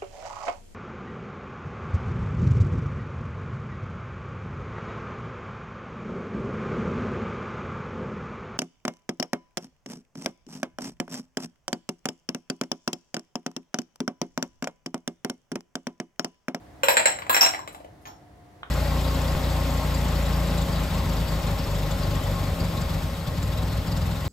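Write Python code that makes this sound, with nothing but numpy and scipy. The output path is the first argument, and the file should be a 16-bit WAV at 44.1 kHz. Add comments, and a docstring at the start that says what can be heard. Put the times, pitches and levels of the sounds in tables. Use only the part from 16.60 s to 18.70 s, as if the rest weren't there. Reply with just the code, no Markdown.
"""Two quick runs of wet, glassy pops: cupping cups pulled off oiled skin in a small hard-walled room.
Each broken seal snaps, sounds the hollow of the cup and sets the glass ringing; small smacks and a
short hiss trail off. A rim sings very faintly, a cup clinks and scrapes, and something knocks in
the hands, all over a low room hum."""
import sys
import numpy as np
from scipy import signal
from scipy.fft import rfft, irfft
from scipy.io import wavfile

SR = 44100
rng = np.random.default_rng(int(sys.argv[2]) if len(sys.argv) > 2 else 0)


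def unload_wav(signal):
    """Save mono or channel-first audio to the path in sys.argv[1] as 16-bit WAV at rate SR, clipped to [-1, 1]."""
    wavfile.write(
        sys.argv[1],
        SR,
        np.round(np.clip(np.atleast_2d(signal).T, -1, 1) * 32767).astype(np.int16),
    )


N = 92610
DETUNE = 0.0024  # relative spread of the glass modes from hit to hit


def undb(db):
    """Decibels to gain."""
    return 10 ** (np.asarray(db) / 20)


def fade(t, t60):
    """Exponential decay, 60 dB down after t60 seconds."""
    return np.exp(-np.log(1000) * t / t60)


def later(x, s):
    """Delay by s seconds."""
    return np.concatenate([np.zeros(int(round(s * SR))), x])[:N]


def add(out, s, x):
    """Mix a sound in at s seconds."""
    i = int(s * SR)
    out[i:i + len(x)] += x[:N - i]


def above(x, hz):
    """Gentle high-pass."""
    return signal.sosfilt(signal.butter(2, hz, "high", fs=SR, output="sos"), x)


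def noise(points):
    """Noise of rms 1, coloured by (f/Hz, level/dB) points."""
    hz, db = np.array(points).T
    f = np.maximum(np.fft.rfftfreq(N, 1 / SR), 1)
    colour = undb(np.interp(np.log(f), np.log(hz), db)) * (f > 20)
    x = irfft(rfft(rng.standard_normal(N)) * colour, N)
    return x / x.std()


def ring(t, modes, detune=0):
    """A struck body: decaying (f/Hz, level/dB, t60/s) modes, randomly mistuned by detune."""
    out = np.zeros(len(t))
    for hz, db, t60 in modes:
        hz *= 1 + detune * rng.standard_normal()
        out += undb(db) * fade(t, t60) * np.sin(2 * np.pi * hz * t)
    return out


def snap(t, hz, t60=0.0023):
    """One quick swing of pressure that builds for half a cycle and dies."""
    onset = np.minimum(2 * hz * t, 1) ** 2
    return 2 * above(np.sin(2 * np.pi * hz * t) * fade(t, t60) * onset, 310)


def room_tone(wide_hz=330, low_cut_hz=45):
    """A bed of low room noise, nearly mono in the bass, with a faint fan-like hum."""
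    air_colour = [(15, -50.5), (25, -27.5), (59, 0.5), (140, -4), (253, -14), (289, -6.5), (349, -14),
                  (389, -13.5), (509, -15), (703, -14), (762, -17), (895, -17.5), (1340, -25.5),
                  (1950, -25), (2420, -32), (4040, -35), (15500, -46.5)]  # spectrum of the bed: f/Hz, level/dB
    air_ride = [(0, -50), (.2, -49), (1.3, -52.5), (1.7, -53.5), (2.1, -52)]  # its slow level ride: t/s, level/dB
    hum_tones = [(298, -62), (711, -61)]  # partials of the hum: f/Hz, level/dB
    waver = [(20, 0), (40, -30), (200, -90)]  # spectrum of their phase wobble: f/Hz, level/dB
    t = np.arange(N) / SR
    side = undb(-1.5) * above(noise(air_colour), wide_hz) + undb(-16.5) * noise(air_colour)
    air = above(noise(air_colour) + side * np.array([[1], [-1]]), low_cut_hz)
    air *= undb(np.interp(t, *np.array(air_ride).T))
    hum = sum(undb(db) * np.sqrt(2) * np.sin(2 * np.pi * hz * t + 0.82 * noise(waver))
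              for hz, db in hum_tones)
    return air + hum


def room(x, wet_db, lag_s=0.00043, right_db=-2):
    """Direct sound reaches the left side first; slaps off near surfaces, scatter and a tail follow."""
    echoes = [(.0019, .0024, .25), (.0034, .0037, .3), (.0078, .0074, .28), (0.0122, .0149, .2)]  # near surfaces: left delay/s, right delay/s, gain
    tail_decay = [(150, 0.95), (700, 0.38), (2000, 0.32), (6000, 0.32), (9000, 0.14), (15000, 0.21)]  # reverb time by band: f/Hz, t60/s
    build_s, early_t60, early_share, tail_db = 0.00067, 0.25, 0.49, -5.5
    t, f = np.arange(N) / SR, np.fft.rfftfreq(N, 1 / SR)
    hz, t60s = np.array(tail_decay).T
    build = 1 - np.exp(-t / build_s)
    common = rng.standard_normal(N)  # scatter that both sides share
    out = []
    for side in range(2):
        early = np.sqrt(early_share) * later(common, side * lag_s)
        early += np.sqrt(1 - early_share) * rng.standard_normal(N)
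        early *= build * fade(t, early_t60)
        white = rfft(rng.standard_normal(N))
        tail = build * sum(irfft(white * np.interp(f, hz, band), N) * fade(t, t60)
                           for band, t60 in zip(np.eye(len(hz)), t60s))
        walls = early / np.linalg.norm(early) + undb(tail_db) * tail / np.linalg.norm(tail)
        slaps = sum(gain * later(x, delays[side]) for *delays, gain in echoes)
        wet = signal.fftconvolve(x, walls)[:N] + slaps
        direct = undb(side * right_db) * later(x, side * lag_s)
        out.append(direct + undb(wet_db + side * right_db / 2) * wet)
    return np.array(out)


def hiss():
    """Short, soft puffs of bright hiss."""
    puffs = [(1.122, -52, 0.0047, 0.094), (1.141, -66, .008, 0.34), (1.41, -60, 0.0138, 0.11)]  # one puff a row: t/s, level/dB, attack/s, t60/s
    hiss_colour = [(500, -23), (3000, -14), (8000, -1), (11500, 2.5), (15000, -9), (16000, -13)]  # airy spectrum: f/Hz, level/dB
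    t = np.arange(N) / SR
    envelope = sum(later(undb(db) * np.minimum(t / attack, 1) * fade(t, t60), s)
                   for s, db, attack, t60 in puffs)
    return noise(hiss_colour) * envelope


def rubbed_rim(start_s=1.24, hz=6442.5, t60=0.08):
    """A rubbed rim swells for an instant into a thin, barely audible note."""
    t, out = np.arange(SR // 2) / SR, np.zeros(N)
    swell = t / 0.27
    add(out, start_s, -swell * ring(t, [(hz, -36, t60)]))
    return out


def knock(start_s=2.0312, attack_s=0.00055, top_hz=3700):
    """A dull knock between the hands, close by; the soft contact leaves no treble."""
    knock_modes = [(950, -13, 0.0055), (1156, 2.5, 0.0088), (1380, 4.5, 0.0078), (2380, -0.5, 0.0068),
                   (3210, -1, 0.008), (3540, -3.5, 0.0081)]  # heavily damped body: f/Hz, level/dB, t60/s
    t, out = np.arange(SR // 5) / SR, np.zeros(N)
    add(out, start_s, undb(-27) * ring(t, knock_modes) * np.minimum(t / attack_s, 1))
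    return signal.sosfilt(signal.butter(8, top_hz, fs=SR, output="sos"), above(out, 112))


def clinks(tick_hz=1750, scrape_t60=0.09):
    """One cup touches another: a tick, a light scrape and a ring."""
    contacts = [(1.4545, -26, -45, -52.5), (1.470, -49, -47.5, -48.5)]  # glass on glass: t/s, tick/dB, scrape/dB, ring/dB
    clink_modes = [(784, 5.5, 0.11), (860, 5.5, 0.17), (5460, -7, 0.2), (6400, 1.5, 0.071),
                   (6800, -3, 0.031), (13120, -6.5, 0.084), (14210, -17, 0.13)]  # the tapped cup: f/Hz, level/dB, t60/s
    scrape_colour = [(150, -10), (400, -4), (850, 9), (1300, 5), (2200, -13), (3200, -2.5), (5500, -12),
                     (7000, -6), (8000, -25), (16000, -30)]  # spectrum of the scrape: f/Hz, level/dB
    t, out = np.arange(SR // 2) / SR, np.zeros(N)
    grit = noise(scrape_colour)
    for s, tick_db, scrape_db, ring_db in contacts:
        tick = undb(tick_db) * snap(t, tick_hz)
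        scrape = undb(scrape_db) * grit[int(s * SR):][:len(t)] * fade(t, scrape_t60)
        add(out, s, tick + scrape + undb(ring_db) * ring(t, clink_modes, DETUNE))
    return out


def hollow(t, hz, t60, rise_per_s=0.3, overtone_ratio=1.6, overtone_db=-11.5):
    """The air in the opened cup sounds a short, slightly rising note with one overtone."""
    phase = 2 * np.pi * hz * (t + rise_per_s * t ** 2 / 2)
    note = np.sin(phase) + undb(overtone_db) * np.sin(overtone_ratio * phase)
    return note * fade(t, t60) * np.minimum(hz * t, 1)


def glass(t, low_db, middle_db, top_db, highest_db, favoured_hz):
    """The cup wall rings in four zones; the point of contact brings out modes near favoured_hz."""
    glass_modes = [(3996, -7.5, 0.088), (4061, -8.5, 0.069), (5490, -11, 0.071), (5523, 0.5, 0.034),
                   (5550, -8.5, 0.045), (6150, -5.5, 0.027), (7334, -6.5, 0.058), (7493, -5, .07),
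                   (7557, -1.5, 0.059), (7686, -1, 0.038), (7960, -9, .09), (8160, 2.5, 0.011),
                   (12365, -4.5, 0.075), (12746, -3.5, 0.085), (13180, -6, 0.065), (13500, -6.5, .05),
                   (13800, -10, .06), (14100, -14.5, .07), (15700, -10, .08)]  # resonances of the cups: f/Hz, level/dB, t60/s
    zone_corners = [4200, 5200, 6000, 7100, 8400, 12000, 14500, 15300]  # corners of the zone curve: f/Hz
    zone_db = [middle_db, low_db, low_db, middle_db, middle_db, top_db, top_db, highest_db]
    favour_db, favour_width_hz, attack_s = 13.5, 49, 0.00075
    struck = []
    for hz, db, t60 in glass_modes:
        boost_db = favour_db * np.exp(-((hz - favoured_hz) / favour_width_hz) ** 2)
        struck.append((hz, db + boost_db + np.interp(hz, zone_corners, zone_db), t60))
    return ring(t, struck, DETUNE) * np.minimum(t / attack_s, 1)


def breaking_seals(rows):
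    """Each seal snaps open, air tears through the oil film, and the hollow and the glass ring."""
    spray_colour = [(40, -28.5), (170, -28), (300, -6), (400, -5.5), (800, 10.5), (1250, 6.5), (2300, 4.5),
                    (3300, -1), (6300, -19.5), (8500, -8), (10500, -25), (14000, -25), (16000, -42.5)]  # spectrum of the tearing air: f/Hz, level/dB
    spray_t60, crack_t60, crack_db = 0.025, 0.0025, -18  # the crack is the snap's bright first instant
    skin_ratio, skin_db = 0.77, -8  # the slower swing of the skin under the snap
    t, out = np.arange(SR // 2) / SR, np.zeros(N)
    air = noise(spray_colour)
    for s, snap_db, snap_hz, spray_db, hollow_db, hollow_hz, hollow_t60, *glass_voicing in rows:
        spray = undb(spray_db) * above(air[int(s * SR):][:len(t)] * fade(t, spray_t60), 230)
        crack = undb(crack_db) * above(rng.standard_normal(len(t)) * fade(t, crack_t60), 2500)
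        skin = undb(skin_db) * snap(t, skin_ratio * snap_hz)
        transient = undb(snap_db) * (snap(t, snap_hz) - skin + crack)
        body = undb(hollow_db) * hollow(t, hollow_hz, hollow_t60)
        add(out, s, transient + spray + body + glass(t, *glass_voicing))
    return out


def smacks(snap_hz=1950, hollow_t60=0.023):
    """Oily skin smacks on the rim: faint, quickly damped versions of the pops."""
    small_breaks = [(.588, -19, -46, 600, -41), (.621, -19.5, -28, 1020, -52),
                    (0.666, -23.5, -26, 772, -49), (.937, -16.5, -19.5, 808, -64),
                    (.947, -15, -29, 650, -40), (0.991, -32.5, -21, 1020, -42),
                    (1.076, -20, -28, 610, -40.5), (1.147, -28.5, -29, 760, -50),
                    (1.203, -36.5, -32, 609, -68), (1.246, -34.5, -29.5, 597, -70.5)]  # skin leaving the rim: t/s, snap/dB, hollow/dB, hollow f/Hz, glass/dB
    rows = []
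    for s, snap_db, hollow_db, hollow_hz, glass_db in small_breaks:
        spray_db = snap_db - 12.5
        glass_voicing = (glass_db - 10, glass_db, glass_db - 8, glass_db - 23.5, 0)  # no favoured mode
        rows.append((s, snap_db, snap_hz, spray_db, hollow_db, hollow_hz, hollow_t60, *glass_voicing))
    return breaking_seals(rows)


def pops():
    """The cups are pulled off the skin in two quick runs."""
    # One broken seal a row: t/s, snap/dB, snap f/Hz, spray/dB, hollow/dB, hollow f/Hz, hollow t60/s,
    # then the glass: low/dB, middle/dB, top/dB, highest/dB, favoured f/Hz
    pulls = [(.2335, -6.5, 2500, -16.5, -16, 545, .06, -34.5, -25, -35, -61.5, 13500),
             (.2845, 2.5, 1900, -10.5, -14, 560, .035, -32.5, -21.5, -30, -60, 12746),
             (.3050, -13.5, 2000, -22.5, -18, 605, .05, -30.5, -29, -41.5, -68, 7960),
             (.3400, -25.5, 2000, -35, -18.5, 580, .04, -54, -38, -55, -75, 7550),
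             (.3690, 0.5, 1950, -11.5, -27.5, 620, .05, -41.5, -17.5, -38.5, -67.5, 7647),
             (.3960, -12.5, 2050, -18.5, -18, 622, 0.08, -53, -34.5, -49.5, -64.5, 7950),
             (.4568, 1.5, 2050, -15, -13, 576, 0.034, -30, -19.5, -37.5, -65, 7685),
             (.4725, -14, 1719, -19.5, -17.5, 746, 0.033, -31.5, -34, -43.5, -66.5, 7050),
             (.6957, -2.5, 1500, -14.5, -13, 1037, .055, -48.5, -26.5, -26.5, -15, 12365),
             (.7287, -12, 1500, -21.5, -27, 782, .05, -46, -29.5, -42.5, -33.5, 7600),
             (.7450, -3, 1850, -15, -26, 760, .066, -20.5, -22.5, -24, -34, 7435),
             (.7655, -3.5, 1883, -15, -23.5, 796, .05, -37.5, -22.5, -41.5, -42, 7440),
             (.8095, -16.5, 2600, -22, -24, 750, .05, -7.5, -38, -27, -38.5, 13180),
             (.8160, -2.5, 1720, -18, -12.5, 733, .055, -22.5, -24.5, -36, -48.5, 13190),
             (.8280, -3, 1820, -16.5, -16, 750, .05, -20, -23.5, -28.5, -43, 5710),
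             (.8460, -14.5, 2100, -19.5, -20, 680, .05, -26, -25, -37.5, -52, 13800),
             (.8620, -6.5, 1832, -16, -24, 636.7, .06, -47, -25, -46.5, -57, 7460)]
    return breaking_seals(pulls)


def scene():
    """The cups sit to the left; the knock is drier and nearer the middle."""
    mix = room(pops() + hiss(), wet_db=1)
    mix += room(smacks(), wet_db=-2.5)
    mix += room(clinks() + rubbed_rim(), wet_db=1.5)
    mix += room(knock(), wet_db=-5, lag_s=0.00016, right_db=1.5)
    return mix + room_tone()


def record(dry, top_hz=16000):
    """Peaks clip at full scale and a steep low-pass trims the top."""
    return signal.sosfilt(signal.ellip(10, .2, 80, top_hz, fs=SR, output="sos"), np.clip(dry, -1, 1))


dry = scene()
out = record(dry)
unload_wav(out)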